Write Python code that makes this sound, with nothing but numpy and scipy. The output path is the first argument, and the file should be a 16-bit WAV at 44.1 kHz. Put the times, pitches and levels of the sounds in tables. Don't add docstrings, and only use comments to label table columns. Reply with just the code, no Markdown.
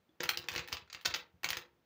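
import sys
import numpy as np
from scipy import signal
from scipy.fft import rfft, irfft
from scipy.io import wavfile

SR = 44100
rng = np.random.default_rng(int(sys.argv[2]) if len(sys.argv) > 2 else 0)


def linear_from_db(decibels):
    return 10 ** (np.asarray(decibels, float) / 20)


def generate_wav(sig):
    pcm = np.round(np.clip(np.atleast_2d(sig).T, -1, 1) * 32767).astype(np.int16)
    wavfile.write(sys.argv[1], SR, pcm)


N = 81585


def rms_one(x):
    return x / np.sqrt(np.mean(x ** 2) + 1e-20)


def at_hz(points, hz):
    table = np.array(points)
    return np.interp(np.log(hz), np.log(table[:, 0]), table[:, 1])


def ring(force, hz, t60_s):
    r, w = linear_from_db(-60 / (t60_s * SR)), 2 * np.pi * hz / SR
    return signal.lfilter([0, np.sin(w)], [1, -2 * r * np.cos(w), r * r], force + 1e-18)


def cut(x, hz, kind, order=2):
    return signal.sosfilt(signal.butter(order, hz, kind, fs=SR, output="sos"), x)


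# (frequency [Hz], level [dB])
FLOOR = [(40, -6), (65, 0), (300, -5), (1000, -13), (3000, -20), (6500, -28), (9000, -37), (13800, -36)]
FLOOR_DB = -75.5


def floor():
    hz = np.maximum(np.fft.rfftfreq(N, 1 / SR), 20)
    spectrum = rfft(rng.standard_normal(N)) * linear_from_db(at_hz(FLOOR, hz))
    return linear_from_db(FLOOR_DB) * rms_one(irfft(spectrum, N))


# (frequency [Hz], t60 [s])
ROOM_DECAY = [(300, 0.61), (1000, 0.31), (3000, .22), (6000, 0.14), (14000, 0.16)]
ROOM_DB, ROOM_GRAIN_DB, ROOM_LOW_HZ = -6, 5.5, 700
ROOM_DELAY_S, ROOM_END_S = 0.0044, 0.24


def room(x):
    t = np.arange(SR // 2) / SR
    edges_hz = 70 * 2. ** np.arange(9)
    echo = np.zeros(len(t))
    for low_hz, high_hz in zip(edges_hz, edges_hz[1:]):
        band = cut(rng.standard_normal(len(t)), [low_hz, high_hz], "band")
        echo += band * linear_from_db(-60 * t / at_hz(ROOM_DECAY, np.sqrt(low_hz * high_hz)))
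    echo *= (1 - np.exp(-(t / ROOM_DELAY_S) ** 2)) * np.exp(-(t / ROOM_END_S) ** 4)
    echo *= linear_from_db(ROOM_GRAIN_DB * rms_one(cut(rng.standard_normal(len(t)), 200, "low")))
    echo /= np.sqrt(np.sum(echo ** 2))
    return linear_from_db(ROOM_DB) * signal.fftconvolve(cut(x, ROOM_LOW_HZ, "high", order=1), echo)[:N]


# (frequency [Hz], level [dB], t60 [s])
TAP_MODES = [
    (324, -60, 0.075),
    (1700, -73, 0.024),
    (3430, -66, 0.027),
]
TAP_S = 0.092


def tap():
    click = np.zeros(N)
    click[int(TAP_S * SR)] = 1
    return sum(linear_from_db(db) * ring(click, hz, t60_s) for hz, db, t60_s in TAP_MODES)


# (time [s], peak level [dB])
ROCK = [(0.239, -50.5), (0.318, -53), (0.383, -51), (0.508, -48), (0.559, -47.5), (0.584, -42),
        (0.724, -45), (0.819, -57.5), (0.945, -59), (1.069, -43.5), (1.119, -55.5), (1.219, -64),
        (1.338, -56), (1.445, -55), (1.509, -50), (1.569, -50)]
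# (frequency [Hz], level [dB], t60 [s])
DESK = [(66, -6, .13), (88, -7, .12), (118, -9, .09), (172, -9, .1)]
# (frequency [Hz], level [dB], t60 [s])
BOX = [(168, -9, .1), (230, -16, .07), (350, -4, .12), (400, -14, .06), (495, -2, .08), (950, -12, .06)]
ROCK_SOFT_HZ, BOX_LOW_HZ = 201.1, 140


def box(push):
    s, rock_db = np.transpose(ROCK)
    rock = np.zeros(N)
    rock[(s * SR).astype(int)] = linear_from_db(rock_db)
    desk, thud = np.zeros((2, N))
    for hz, db, t60_s in DESK:
        uneven = rng.uniform(0.9, 2.42, N) * rng.choice([-1, 1], N)
        desk += linear_from_db(db) * ring(rock * uneven, hz, t60_s)
    for hz, db, t60_s in BOX:
        thud += linear_from_db(db) * ring(push * rng.uniform(0.87, 2.29, N), hz, t60_s)
    return cut(desk, ROCK_SOFT_HZ, "low", order=4) + cut(thud, BOX_LOW_HZ, "high")


# (time [s], level [dB])
STIR = [(.2, -45), (.25, -63), (.31, -60.5), (.46, -61), (.57, -48.5), (.66, -70.5), (0.738, -45.5),
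        (.87, -105), (0.951, -59.5), (1.04, -87), (1.07, -66), (1.158, -53), (1.241, -73.5), (1.43, -45),
        (1.499, -57.5), (1.58, -56), (1.679, -81)]
# (start [s], end [s])
HAND = [
    (.2, 1.24),
    (1.43, 1.68),
]
SHUFFLES_PER_S, SHUFFLE_SPREAD_DB, SHUFFLE_CYCLES = 900, 2.37, 7


def shuffle():
    s, db = np.transpose(STIR)
    sizes = linear_from_db(SHUFFLE_SPREAD_DB * np.minimum(rng.exponential(1, N), 4)) * rng.choice([-1, 1], N)
    happens = rng.random(N) < SHUFFLES_PER_S / SR
    touches = linear_from_db(np.interp(np.arange(N) / SR, s, db)) * rms_one(sizes * happens)
    n = np.arange(N)
    touches = touches * sum((n > start * SR) & (n < end * SR) for start, end in HAND)
    dealt = rng.integers(0, 16, N)
    rings = np.zeros(N)
    for k, hz in enumerate(np.geomspace(900, 6800, num=16)):
        rings += ring(touches * (dealt == k), hz, SHUFFLE_CYCLES / hz)
    return rings / 4, touches


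# (time [s], peak level [dB], barrel pitch [Hz], relative thud [dB], relative sharpness [dB])
DIG = [(0.203, -41, 1610, -23, -47), (0.205, -24, 1840, -6, -23), (0.233, -26.5, 1460, -14, 2),
       (0.238, -23, 2020, -15, -76), (0.257, -32.5, 1420, -10, -32), (0.291, -14.5, 2470, -26.5, -4.5),
       (0.373, -18.5, 4270, -23.5, -10), (0.441, -40.5, 1740, -7.5, -32), (0.486, -23.5, 2030, -25, -10.5),
       (0.517, -32, 3340, -39, -9), (0.529, -36, 4600, -45, -17), (0.538, -36.5, 2800, -44, -0.5),
       (0.551, -28.5, 2600, -40, -14), (0.561, -23, 3080, -10, -13), (0.579, -23, 2100, -41, -21),
       (0.593, -26, 2520, -15.5, -22), (0.642, -42, 2260, -51, -36), (0.676, -38.5, 1740, -21, -2.5),
       (0.685, -38, 1870, -30, -4), (0.721, -34, 1870, -28, -14.5), (0.727, -21.5, 3170, -35, -8.5),
       (0.75, -39.5, 3200, -35, -31), (0.769, -30, 3280, -52, -29)]
# (time [s], peak level [dB],
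# barrel pitch [Hz], relative thud [dB], relative sharpness [dB])
LATER = [(0.876, -54.5, 1460, -32, -41), (0.9, -39.5, 2570, -60, -31), (0.928, -30, 4630, -58, -10.5),
         (0.941, -42.5, 1950, -42, -26), (0.947, -32, 2100, -25, -16.5), (1.012, -43, 3100, -31, -5),
         (1.025, -56, 6690, -13.5, 2), (1.05, -27.5, 4770, -45.5, -25.5), (1.054, -20.5, 6170, -17, -12.5),
         (1.058, -14, 3700, -41.5, -11.5), (1.11, -32, 2190, -17, -27), (1.14, -22.5, 4560, -36, -37),
         (1.145, -21.5, 3110, -30.5, -13), (1.161, -31, 3130, -21, -5.5), (1.433, -32, 1890, -49, -7),
         (1.444, -18.5, 2300, -28, -10.5), (1.489, -21.5, 5130, -26, -12.5), (1.504, -21, 4830, -49, -1.5),
         (1.531, -24.5, 2000, -43, -17.5), (1.57, -23, 3400, -22.5, -10.5)]
# (frequency [Hz], level [dB])
BARREL = [(950, -14.5), (1280, -37), (1640, -16), (1900, -5.5), (2250, -10.5), (2620, 1.5), (3100, -3),
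          (3500, 4.5), (4050, -20.5), (4450, 11.5), (5200, -17.5), (5900, 7), (6500, 3.5)]
OWN_CYCLES, WALL_CYCLES = 32, 10
MODE_SPREAD_DB, DETUNE = 2.0, 0.05
OWN_DB, CRACK_DB, CLACK_DB, BOX_DB = -4, -17, 1, -10.5
CONTACT_S, RAGGED, SETTLE_DB, SETTLE_S = 0.001, 0.13, -29, 0.0069
PURER_DB_PER_DB, NEAR_DB_PER_OCTAVE = 0.15, 5.0
BODY_LOW_HZ = 1104


def contact(t, noise):
    edge = RAGGED * noise * (t / CONTACT_S) * np.exp(-t / CONTACT_S)
    force = edge + linear_from_db(SETTLE_DB) * noise ** 3 * np.exp(-t / SETTLE_S)
    force[int(CONTACT_S * SR)] += 1
    return force / np.sqrt(np.sum(force ** 2))


def clacks():
    rows, size = np.array(DIG + LATER), 4096
    t = np.arange(size) / SR
    click = 1. * (np.arange(size) == int(CONTACT_S * SR))
    body, sharp, push = np.zeros((3, N + size))
    for s, db, hz, thud_db, sharp_db in rows:
        force = contact(t, rng.standard_normal(size))
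        own_db = OWN_DB - PURER_DB_PER_DB * (db + 21)
        hit = linear_from_db(own_db) * ring(click, hz, OWN_CYCLES / hz) + linear_from_db(CRACK_DB) * 4 * force
        for mode_hz, mode_db in BARREL:
            far_db = NEAR_DB_PER_OCTAVE * abs(np.log2(mode_hz / hz))
            gain = linear_from_db(mode_db + MODE_SPREAD_DB * rng.standard_normal() - far_db)
            tuned_hz = mode_hz * (1 + DETUNE * rng.standard_normal())
            hit = hit + gain * ring(force, tuned_hz, WALL_CYCLES / mode_hz)
        hit = cut(hit, BODY_LOW_HZ, "high")
        i = int((s - CONTACT_S / 2) * SR)
        body[i:i + size] += linear_from_db(db + CLACK_DB) * hit / np.max(np.abs(hit))
        sharp[i:i + size] += linear_from_db(db + sharp_db) * force
        push[i] += linear_from_db(db + thud_db + BOX_DB)
    return body[:N], sharp[:N], push[:N]


ROLL_HZ, SHELF_DB = 7000, 3
PORT_HZ, PORT_WIDTH_HZ, PORT_DB = 15200, 403, 23


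def capsule(body, sharp):
    r, w = np.exp(-np.pi * PORT_WIDTH_HZ / SR), 2 * np.pi * PORT_HZ / SR
    zeros = np.array([1, 0, -1]) * (1 - r * r) / 2
    port = signal.lfilter(zeros, [1, -2 * r * np.cos(w), r * r], sharp)
    shelf = linear_from_db(SHELF_DB) * cut(sharp, ROLL_HZ, "high")
    return cut(body, ROLL_HZ, "low", order=8) + shelf + linear_from_db(PORT_DB) * port


SHUFFLE_SHARP_DB, SHUFFLE_LOW_DB, SELF_NOISE_DB = -29, -13, -101


def scene():
    body, sharp, push = clacks()
    rings, touches = shuffle()
    push = push + linear_from_db(SHUFFLE_LOW_DB) * touches / 10
    body = body + rings + box(push) + tap()
    self_noise = linear_from_db(SELF_NOISE_DB) * rng.standard_normal(N)
    near = capsule(body, sharp + linear_from_db(SHUFFLE_SHARP_DB) * touches + self_noise)
    return (near + room(near) + floor())[None]


def band_limit(x):
    return signal.sosfilt(signal.butter(12, 16950, fs=SR, output="sos"), x)


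LOW_CUT_HZ, TOP_CUT_HZ = 69, 16530


def record(dry):
    top_cut = signal.cheby2(10, 50, TOP_CUT_HZ, fs=SR, output="sos")
    mix = signal.sosfilt(top_cut, cut(dry, LOW_CUT_HZ, "high"))
    return band_limit(mix)


dry = scene()
out = record(dry)
generate_wav(out)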